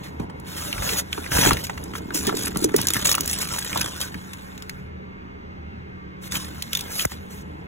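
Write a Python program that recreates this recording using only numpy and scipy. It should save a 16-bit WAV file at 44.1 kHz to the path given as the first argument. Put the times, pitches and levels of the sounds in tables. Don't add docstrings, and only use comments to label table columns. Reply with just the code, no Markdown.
import sys
import numpy as np
from scipy import signal
from scipy.fft import rfft, irfft, next_fast_len
from scipy.io import wavfile
from scipy.ndimage import uniform_filter1d, map_coordinates

SR = 44100
rng = np.random.default_rng(int(sys.argv[2]) if len(sys.argv) > 2 else 0)


def persist_wave(psi):
    counts = np.round(np.clip(psi, -1, 1) * 32767).astype(np.int16)
    wavfile.write(sys.argv[1], SR, np.atleast_2d(counts).T)


N = 338247

# frequency_hz, relative_level_db
BUMP_SPECTRUM = [(25, -9.5), (60, 9), (120, 5.5), (220, 3), (390, -2.5), (600, -1.5), (1000, 1),
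                 (2000, -73)]
HOLLOW_SPECTRUM = [(130, -10), (220, -1.5), (430, -5), (620, -22), (1500, -50)]
CRUMPLE_SPECTRUM = [(200, -36), (500, 7), (900, 3.5), (1600, 6.5), (2400, -2.5), (3500, 4), (5500, -2.5),
                    (9000, -12)]
SLIDE_SPECTRUM = [(1200, -9.5), (2500, 1.5), (4000, 2), (6000, 5.5), (10000, 4.5), (13000, 3), (14000, 0.5),
                  (16000, -2)]
AIR_SPECTRUM = [(20, -11.5), (50, -8), (80, -11), (130, 0), (250, -8.5), (450, -10.5), (650, -16),
                (900, -13.5), (1500, -15), (2200, -19), (3500, -32.5), (4800, -37.5), (9000, -58),
                (16000, -55.5)]
# centre_hz, level_db, half_width_hz
HUM_TONES = [(78.8, -44, 7.7), (413.3, -56.5, 10), (2137, -56, 8.6)]
# frequency_hz, right_lag_rad (negative: ahead), likeness (0-1)
NEAR_PORTS = [(40, 0, .98), (120, -.35, .98), (300, -.95, .96), (450, -1.7, .92), (650, -3, .82),
              (1100, -4.9, .66), (1500, -6.2, .55), (2150, -5.6, .35), (2600, -4.5, .62), (3600, -4.8, .97),
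              (4600, -4.8, .998)]
FAR_PORTS = [(60, 0, .95), (300, -1, .93), (650, -3.1, .9), (2300, -3.2, .75), (2800, -4.7, .88),
             (4600, -4.8, .97)]
# time_s, rubbing_db, bumping_db (before BUMP_TRIM_DB)
MOVE_BAG_CONTACT = [(0, -59, -38.5), (.18, -68, -37), (.225, -57, -25.5), (.28, -78, -37.5),
                    (.44, -67, -36), (.475, -44.5, -38.5), (.8, -38.5, -32), (1, -31.5, -33.5),
                    (1.03, -58.5, -39), (1.3, -46.5, -37), (1.55, -41, -25), (1.6, -38.5, -35.5),
                    (1.7, -51.5, -35), (2.12, -58, -37)]
LIFT_CONTACT = [(2.12, -53, -36), (2.3, -45, -36), (2.73, -49.5, -35), (2.78, -32.5, -29),
                (2.9, -40.5, -40.5), (3, -34, -34), (3.24, -39, -33.5), (3.45, -36.5, -42),
                (3.66, -36, -48.5), (3.7, -37, -34.5), (3.84, -34.5, -27), (3.92, -43, -42),
                (4.06, -39, -54.5), (4.11, -53.5, -39), (4.35, -53.5, -53), (4.79, -63, -52),
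                (4.9, -80.5, -52)]
SET_DOWN_CONTACT = [(6.17, -87, -47), (6.24, -56, -57), (6.3, -56, -46), (6.412, -39.5, -42),
                    (6.53, -52.5, -41), (6.6, -47.5, -56), (6.706, -51.5, -52), (6.735, -40, -46),
                    (6.86, -46.5, -36), (7.02, -39, -49), (7.115, -34.5, -56), (7.14, -49.5, -38),
                    (7.19, -59, -45), (7.66, -74, -40)]
# start_s, length_s, hiss_db (before SLIDE_TRIM_DB), crumpling_db, swell_db
PAPER_STROKES = [(0.028, 0.061, -51.5, -43, -10.5), (0.557, 0.14, -37.5, -39.5, -3.5),
                 (0.819, 0.12, -32, -32, 2), (0.96, 0.033, -26.5, -38, 8.5),
                 (1.112, 0.22, -46.5, -43.5, -9.5), (1.306, 0.042, -28, -28, 3.5),
                 (1.342, 0.15, -23, -23, 3), (1.508, 0.028, -36, -27, -2), (1.634, 0.018, -28, -43, -10),
                 (1.94, 0.043, -41, -41, -1), (2.136, 0.12, -30.5, -40.5, -16.5),
                 (2.238, 0.047, -36, -32.5, 12.5), (2.339, 0.14, -33, -40, 5.5),
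                 (2.569, 0.076, -37.5, -43, 16), (2.953, 0.026, -23.5, -23.5, -19),
                 (3.042, 0.087, -22.5, -31, -3), (3.289, 0.066, -28, -46.5, -10),
                 (3.395, 0.0282, -28.5, -37.5, 9.5), (3.507, 0.078, -35.5, -33, -7.5),
                 (3.992, 0.041, -33, -37, 2), (6.211, 0.064, -46, -47, 9), (6.308, 0.064, -32, -32.5, 4.5),
                 (6.895, 0.13, -33, -70, 14), (7.296, 0.12, -50, -51.5, -5.5)]
# time_s, crispness (0-1)
CRISPNESS = [(.9, 0.17), (1.4, 0.3), (2.8, 0.88), (3.7, 0.8), (4.1, 0.45), (6.9, 0.28)]
# time_s, level_db
GRIP_LEVELS = [(1.8, -42), (2.3, -35.5), (2.4, -34.5), (2.82, -37.5), (3.5, -48)]
# start_s, level_db (over 10 ms), centre_hz
BAG_POPS = [(.197, -33, 557), (.2977, -38, 815), (.7791, -31.5, 1880), (.8215, -26.5, 1000),
            (.8926, -34, 1560), (1.1776, -29.5, 900), (1.242, -36.5, 1860), (1.2615, -32, 1660),
            (1.3184, -26, 1360), (1.37, -22, 1010), (1.433, -22.5, 1510), (1.449, -18, 1100),
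            (1.459, -19, 1290), (1.507, -14.5, 1100), (1.5145, -29, 1560), (1.569, -29, 2000),
            (1.696, -25.5, 840), (1.776, -34, 1100), (1.936, -35.5, 1480), (1.9523, -29.5, 1350),
            (2.1052, -30, 1330), (2.235, -38, 1100), (2.2933, -21.5, 1150), (2.3244, -26.5, 676),
            (2.4694, -27.5, 1430), (2.5583, -27.5, 930), (2.692, -33, 1120), (2.7405, -27.5, 1320),
            (2.7871, -27, 1000), (2.9546, -32, 1420), (3.053, -23.5, 1400), (3.143, -27, 1270),
            (3.1802, -25, 1130), (3.7573, -23, 730), (3.775, -28.5, 1100), (7.1174, -37, 770)]
# start_s, level_db (over 10 ms), centre_hz
BROAD_CRACKS = [(.3995, -46, 8950), (1.4725, -23, 3500), (1.5072, -23.5, 2510), (1.5325, -22, 4310),
                (1.668, -34, 3500), (1.8386, -36, 9300), (2.146, -29, 6550), (2.269, -23.5, 7580),
                (2.3707, -27.5, 5530), (2.5715, -24, 8900), (2.6427, -17.5, 7150), (2.7642, -17.5, 7000),
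                (2.8143, -22, 5620), (2.87, -17.5, 6060), (2.885, -18, 5960), (2.904, -21, 4600),
                (2.9357, -19, 7800), (2.9435, -23, 5140), (3.0585, -18, 7060), (3.0712, -19, 8190),
                (3.1145, -17.5, 5920), (3.1514, -18, 7000), (3.2077, -20.5, 8200), (3.259, -26.5, 6010),
                (3.2767, -22, 7040), (3.3043, -35.5, 6540), (3.33, -27, 5500), (3.387, -27, 6930),
                (3.4175, -31, 6720), (3.589, -25.5, 7580), (3.7742, -23, 3480), (3.8092, -26.5, 2290),
                (3.8135, -20.5, 3000), (3.8601, -28.5, 2340), (4.0133, -24.5, 4160), (4.3331, -34, 2740),
                (4.5778, -41, 2860), (4.6228, -36.5, 2830), (4.695, -30, 3420), (6.321, -28.5, 4200),
                (6.368, -32.5, 3500), (7.053, -22, 9050)]
# start_s, level_db (over 10 ms), centre_hz
LID_TICK_EVENTS = [(.728, -25, 2700), (.891, -23.5, 3100), (1.1285, -24, 2900), (3.142, -26, 3000),
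                   (3.729, -29, 2110), (4.1423, -32.5, 1680), (6.354, -24.5, 2900), (6.994, -23.5, 2970),
                   (7.0066, -26, 2880), (7.0495, -25, 1520)]
# start_s, level_db (over 10 ms)
RIM_CATCHES = [(6.6228, -26), (6.7312, -22), (6.7505, -19.3), (6.7715, -25.5), (6.7918, -30), (6.809, -28)]
# start_s, blow_db (before KNOCK_TRIM_DB), final_pitch_hz, initial_excess_hz
TRAY_KNOCKS = [(0.199, -18.5, 117, 193), (1.181, -22, 230, 174), (1.469, -9.5, 266, 98),
               (1.516, -13.5, 104, 260), (2.149, -17.5, 221, 150), (2.273, -16, 212, 24),
               (2.281, -12.5, 384, 16), (2.342, -15, 304, 110), (2.562, -20, 167, 46),
               (2.622, -18, 320, 19), (2.646, -6.5, 307, 114), (2.7442, -5, 236.7, 212),
               (2.789, -20, 115, 130), (3.2, -19.5, 162, 130), (4.153, -24.5, 173, 60)]
# centre_s, level_db, spread_s
AIR_PUFFS = [(0.804, -30.5, 0.045), (1.368, -32.5, 0.028), (1.49, -25.5, 0.055)]

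AIR_DB = -41
MOTOR_HZ, MOTOR_DB, MOTOR_DRIFT_HZ, MOTOR_WAVER_DB = 186.9, -45.5, 0.77, 0.5
# depth_db, width_hz, life_s
CRUMPLE_PATCHES, SLIDE_PATCHES, AIR_PATCHES = (3.5, 150, .03), (3.8, 240, .025), (2.2, 45, .25)

ATTACK_S, RELEASE_S = .014, .009
SLIPS_PER_S, SLIP_DECAY_S, SLIP_DB = 150, .003, 3.6
GENTLE_DB, CRUMPLE_DB, CRUMPLE_GROWTH = -40, -38, 0.79
SHAKE_DB, SHAKE_GROWTH = -47, 1.73
BUMP_TRIM_DB, SLIDE_TRIM_DB, KNOCK_TRIM_DB = -4, 2.5, 2
CRUMPLE_RING_S, SLIDE_RING_S, PITCHED, PANEL_WIDTH_OCTAVES = .003, .0018, .35, .6

BROAD_WIDTH, TICK_WIDTH, POP_WIDTH = 1.3, 0.42, 0.62
BROAD_EDGE_DB, TICK_EDGE_DB, RIM_EDGE_DB, POP_EDGE_DB = -10, -20, -6, -22
# ring_s, added ring in cycles of the centre pitch, tail_db, tail_s
BROAD_FADE, TICK_FADE = (.0011, 1.5, -17, .007), (.0008, 2.5, -20, .012)
POP_FADE, RIM_FADE = (.0015, 2.2, -14, .011), (.0006, 1, -24, .007)
RIM_HZ = 3400
RING_SPREAD, MODE_DB, MODE_SPACING_HZ = .2, 4, 400
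TABLE_DELAY_S, TABLE_DB = .0023, -9
SNAP_LIKENESS = .92
RATTLE_SHARE, RATTLE_HZ = .7, 220
JOLT_S = 7.0515
PORT_DELAY_S, PORT_ONSET_HZ = .000235, 3600
BAND_EDGE_HZ = 15800


def amp(db):
    return 10 ** (np.asarray(db) / 20)


def evened(x):
    return x / np.sqrt(np.mean(x ** 2) + 1e-20)


def read(points, hz, axis=1):
    points = np.array(points, float)
    return np.interp(np.log(hz + 1), np.log(points[:, 0] + 1), points[:, axis])


def add(mix, s, sound):
    part = mix[:, max(round(s * SR), 0):][:, :sound.shape[1]]
    part += sound[:, :part.shape[1]]


def colour(x, gain):
    size = next_fast_len(N + 4096)
    spectrum = rfft(x, size) * gain(np.fft.rfftfreq(size, 1 / SR))
    return irfft(spectrum, size)[..., :N]


def causal(gain):
    log_gain = np.log(np.maximum(gain, 1e-5))
    circle = np.r_[log_gain, log_gain[-2:0:-1]]
    return np.exp(np.conj(signal.hilbert(circle)))[:len(gain)]


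def together(a_db, b_db):
    return 10 * np.log10(amp(a_db) ** 2 + amp(b_db) ** 2)


def wander(rate_hz):
    knots = rng.standard_normal(2048)
    return evened(np.interp(np.arange(N) / SR * rate_hz, np.arange(len(knots)), knots))


def patchy(x, depth_db, width_hz, life_s, size=1024):
    overlap = size * 3 // 4
    hz, t, z = signal.stft(x, SR, nperseg=size, noverlap=overlap)
    knots = rng.standard_normal((int(hz[-1] / width_hz) + 2, int(t[-1] / life_s) + 2))
    grid = np.meshgrid(hz / width_hz, t / life_s, indexing="ij")
    field = map_coordinates(knots, grid, order=1)
    shaped = z * amp(depth_db * evened(field))
    return signal.istft(shaped, SR, nperseg=size, noverlap=overlap)[1][:, :N]


def ventilation():
    rush = patchy(rng.standard_normal((2, N)), *AIR_PATCHES, size=4096)
    out = amp(AIR_DB) * evened(colour(rush, lambda hz: amp(read(AIR_SPECTRUM, hz))))
    for tone_hz, db, width_hz in HUM_TONES:
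        noise = rng.standard_normal((2, N))
        tone = colour(noise, lambda hz: 1 / (1 + ((hz - tone_hz) / width_hz) ** 2))
        out += amp(db) * evened(tone)
    return out


def motor():
    turns = np.cumsum(MOTOR_HZ + MOTOR_DRIFT_HZ * wander(3.4)) / SR
    swing = np.sqrt(2) * amp(MOTOR_DB + MOTOR_WAVER_DB * wander(7.9))
    return swing * np.array([np.sin(2 * np.pi * turns), np.cos(2 * np.pi * turns)])


def contact():
    t = np.arange(N) / SR
    levels = np.full((2, N), -140.)
    for curve in (MOVE_BAG_CONTACT, LIFT_CONTACT, SET_DOWN_CONTACT):
        s, *columns = np.transpose(curve)
        levels = np.maximum(levels, [np.interp(t, s, c, -np.inf, -np.inf) for c in columns])
    return levels


def strokes():
    power = np.zeros((2, N))
    for s, length, hiss_db, crumple_db, swell_db in PAPER_STROKES:
        t = np.arange(0, length + 8 * RELEASE_S, 1 / SR)
        shape = np.minimum(t / ATTACK_S, 1) * amp(swell_db * (np.minimum(t / length, 1) - .5))
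        shape *= np.exp(-np.maximum(t - length, 0) / RELEASE_S)
        add(power, s, (amp([[hiss_db], [crumple_db]]) * shape) ** 2)
    return power


def slips():
    kicks = (rng.random(N) < SLIPS_PER_S / SR) * rng.uniform(.5, 1, N)
    surge = np.sqrt(signal.lfilter([1], [1, -np.exp(-1 / (SLIP_DECAY_S * SR))], kicks))
    return evened(surge - surge.mean())


def grains(spectrum, level_db, crisp, slip_db, per_s, spread_db, ring_s, pitched, low_hz, high_hz,
           patches=None, count=60):
    t, bins_hz = np.arange(1024) / SR, np.fft.rfftfreq(1024, 1 / SR)
    panel_hz = np.geomspace(low_hz, high_hz, count)[:, None, None]
    tone = np.sin(2 * np.pi * (panel_hz * t + rng.random((count, 2, 1)))) * np.exp(-t / (2 * ring_s))
    octaves_off = np.log2((bins_hz + 1) / panel_hz)
    noise = rng.standard_normal((count, 2, len(t)))
    buzz = irfft(rfft(noise) / np.hypot(1, octaves_off / PANEL_WIDTH_OCTAVES))
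    panels = buzz * np.exp(-t / ring_s) + pitched * buzz.std(2, keepdims=True) * tone

    chance = rng.random(N)
    size = np.minimum(rng.exponential(1, N), 4)
    panel = rng.integers(0, count, N)
    ticks = np.zeros((2, N + len(t)))
    for i in np.flatnonzero(chance < per_s / SR):
        ticks[:, i:i + len(t)] += amp(spread_db * size[i]) * panels[panel[i]]

    def weight(hz):
        return amp(read(spectrum, hz))

    ticks = evened(colour(ticks[:, :N], weight))
    rub = evened(colour(rng.standard_normal((2, N)), weight))
    crisp = np.clip(crisp, 0, 1)
    out = (crisp * ticks + (1 - crisp) * rub) * amp(crisp * slip_db)
    if patches:
        out = patchy(out, *patches)
    strength = np.sqrt(np.abs(uniform_filter1d((out ** 2).mean(0), size=1800)) + 1e-12)
    return out / strength * amp(level_db)


def rustle():
    rub_db, tray_db = contact()
    hiss_db, crush_db = 10 * np.log10(strokes() + 1e-20)
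    slide_db = together(rub_db, hiss_db)
    crumple_db = together(CRUMPLE_DB + CRUMPLE_GROWTH * (rub_db - GENTLE_DB), crush_db)
    bump_db = together(tray_db, SHAKE_DB + SHAKE_GROWTH * (crush_db - GENTLE_DB))
    t = np.arange(N) / SR
    crisp = np.interp(t, *np.transpose(CRISPNESS))
    grip_db = np.interp(t, *np.transpose(GRIP_LEVELS), -np.inf, -np.inf)
    slip_db = SLIP_DB * slips()
    bump = grains(BUMP_SPECTRUM, bump_db, 0.69, 0, per_s=170, spread_db=3.5,
                  ring_s=0.003, pitched=0.51, low_hz=66, high_hz=610)
    flex = grains(HOLLOW_SPECTRUM, grip_db, 0.63, 0, per_s=90, spread_db=6.5,
                  ring_s=0.0039, pitched=PITCHED, low_hz=200, high_hz=460)
    crumple = grains(CRUMPLE_SPECTRUM, crumple_db, np.sqrt(crisp), slip_db, per_s=600, spread_db=2.0,
                     ring_s=CRUMPLE_RING_S, pitched=PITCHED, low_hz=498, high_hz=4964,
                     patches=CRUMPLE_PATCHES)
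    slide = grains(SLIDE_SPECTRUM, slide_db, crisp, slip_db, per_s=1300, spread_db=-2.0,
                   ring_s=SLIDE_RING_S, pitched=PITCHED, low_hz=2230, high_hz=15500,
                   patches=SLIDE_PATCHES)
    return amp(BUMP_TRIM_DB) * bump + flex + crumple + amp(SLIDE_TRIM_DB) * slide


def snaps(events, width, edge_db, ring_s, cycles, tail_db, tail_s, rise_cycles=0.5, size=4096):
    out, t, hz = np.zeros((2, N)), np.arange(size) / SR, np.fft.rfftfreq(size, 1 / SR)
    for s, db, centre_hz in events:
        ring = (ring_s + cycles / centre_hz) * np.exp(RING_SPREAD * rng.standard_normal())
        mode_knots = rng.standard_normal(64)
        modes = amp(MODE_DB * np.interp(hz / MODE_SPACING_HZ, np.arange(64), mode_knots))
        echo = amp(TABLE_DB) * (t > TABLE_DELAY_S) * np.exp(-np.abs(t - TABLE_DELAY_S) / TABLE_DELAY_S)
        fade = np.hypot(np.exp(-t / ring) + amp(tail_db) * np.exp(-t / tail_s), echo)
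        fade *= 1 - np.exp(-t * centre_hz / rise_cycles)
        hump = 1 / (1 + (np.log2((hz + 1) / centre_hz) / width) ** 2)
        hump *= hz ** 2 / np.hypot(hz ** 2, 500 ** 2)
        edge = amp(edge_db) * hz ** 2 / (hz ** 2 + centre_hz ** 2) / np.hypot(1, hz / centre_hz / np.pi)
        burst = rng.standard_normal((2, size)) * fade
        crack = irfft(rfft(burst) * causal(np.hypot(hump, edge) * modes))
        crack /= np.sqrt((crack ** 2).sum(1, keepdims=True) / (SR / 100))
        add(out, s, amp(db) * crack)
    return out


def buckles():
    rim = [(s, db, RIM_HZ) for s, db in RIM_CATCHES]
    pops = snaps(BAG_POPS, POP_WIDTH, POP_EDGE_DB, *POP_FADE)
    broad = snaps(BROAD_CRACKS, BROAD_WIDTH, BROAD_EDGE_DB, *BROAD_FADE)
    pitched_ticks = snaps(LID_TICK_EVENTS, TICK_WIDTH, TICK_EDGE_DB, *TICK_FADE)
    return pops + broad + pitched_ticks + snaps(rim, TICK_WIDTH, RIM_EDGE_DB, *RIM_FADE)


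def knocks(sag_s=.009, rise_s=0.00082, cycles=1.64, body=.2, body_s=0.022):
    out, t = np.zeros((2, N)), np.arange(4096) / SR
    for s, db, end_hz, sag_hz in TRAY_KNOCKS:
        turns = np.cumsum(end_hz + sag_hz * np.exp(-(t / sag_s) ** 2)) / SR
        fade = (1 - body) * np.exp(-turns / cycles) + body * np.exp(-t / body_s)
        swing = amp(db + KNOCK_TRIM_DB) * (1 - np.exp(-t / rise_s)) * fade
        knots = rng.standard_normal((64, 2)) @ [1, 1j]
        jitter = np.interp(t * RATTLE_HZ, np.arange(len(knots)), knots)
        rattle = RATTLE_SHARE * np.minimum(t / sag_s, 1) * jitter
        wave = swing * (1 + rattle) * np.exp(2j * np.pi * turns)
        add(out, s, np.array([wave.imag, wave.real]))
    return out


def wafts(centre_hz=62, width_octaves=0.7):
    t = np.arange(N) / SR
    noise = rng.standard_normal((2, N))
    flutter = colour(noise, lambda hz: 1 / (1 + (np.log2((hz + 1) / centre_hz) / width_octaves) ** 4))
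    flutter = evened(flutter)
    flutter /= np.sqrt(uniform_filter1d(flutter ** 2, size=2600))
    return flutter * sum(amp(db) * np.exp(-((t - s) / spread) ** 2) for s, db, spread in AIR_PUFFS)


def jolt(level_db=-10, tick_db=-30, fall_s=0.00413, fade_s=0.009, drop_hz=900, end_hz=52, opposed_hz=190):
    t = np.arange(4096) / SR
    turns = np.cumsum(end_hz + drop_hz * np.exp(-t / fall_s)) / SR
    thud = amp(level_db) * np.exp(-t / fade_s) * np.sin(2 * np.pi * turns)
    tick = amp(tick_db) * np.exp(-t / 0.0011) * rng.standard_normal(len(t))
    case = np.zeros((1, N))
    add(case, JOLT_S, (thud + tick)[None])
    right = colour(case[0], lambda hz: 1.8 / (1 + (hz / opposed_hz) ** 4) - .8)
    return np.array([case[0], right])


def room(x, wet_db=-15, t60=0.086, dull_hz=5000):
    t = np.arange(SR // 3) / SR
    tail = rng.standard_normal((2, len(t))) * amp(-60 * t / t60) * (t > .004)
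    wet = signal.oaconvolve(x, tail / np.linalg.norm(tail[0]), axes=1)[:, :N]
    return x + amp(wet_db) * colour(wet, lambda hz: 1 / np.hypot(1, hz / dull_hz))


def ports(x, pair, likeness=1, scatter=0.026):
    def lag(hz):
        return read(pair, hz) + 2 * np.pi * PORT_DELAY_S * np.maximum(hz - PORT_ONSET_HZ, 0)

    def same(hz):
        loss = scatter * np.sin(lag(hz)) ** 4 * (hz > PORT_ONSET_HZ)
        return np.clip(likeness * read(pair, hz, axis=2) - loss, 0, 1)

    direct = colour(x[0], lambda hz: same(hz) * np.exp(-1j * lag(hz)))
    stray = colour(x[1], lambda hz: np.sqrt(1 - same(hz) ** 2) * np.exp(-1j * lag(hz)))
    return np.array([x[0], direct + stray])


def scene():
    handling = ports(room(rustle() + knocks()) + wafts(), NEAR_PORTS)
    cracks = ports(room(buckles()), NEAR_PORTS, SNAP_LIKENESS)
    background = ports(ventilation() + motor(), FAR_PORTS)
    t = np.arange(N) / SR
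    dip_db = -14 * np.exp(-((t - JOLT_S - .034) / .029) ** 8)
    return (handling + cracks + background) * amp(dip_db) + jolt()


def record(dry):
    # frequency_hz, gain_db
    right_db = [(120, 0), (400, 2.3), (750, 1.5), (1400, -1), (2100, 0), (2600, 1.5), (3600, -.3), (5000, 0)]
    heard = np.array([dry[0], colour(dry[1], lambda hz: amp(read(right_db, hz)))])
    low_pass = signal.firwin(511, BAND_EDGE_HZ, window=("kaiser", 9), fs=SR)
    return signal.oaconvolve(heard, low_pass[None], "same")


dry = scene()
out = record(dry)
persist_wave(out)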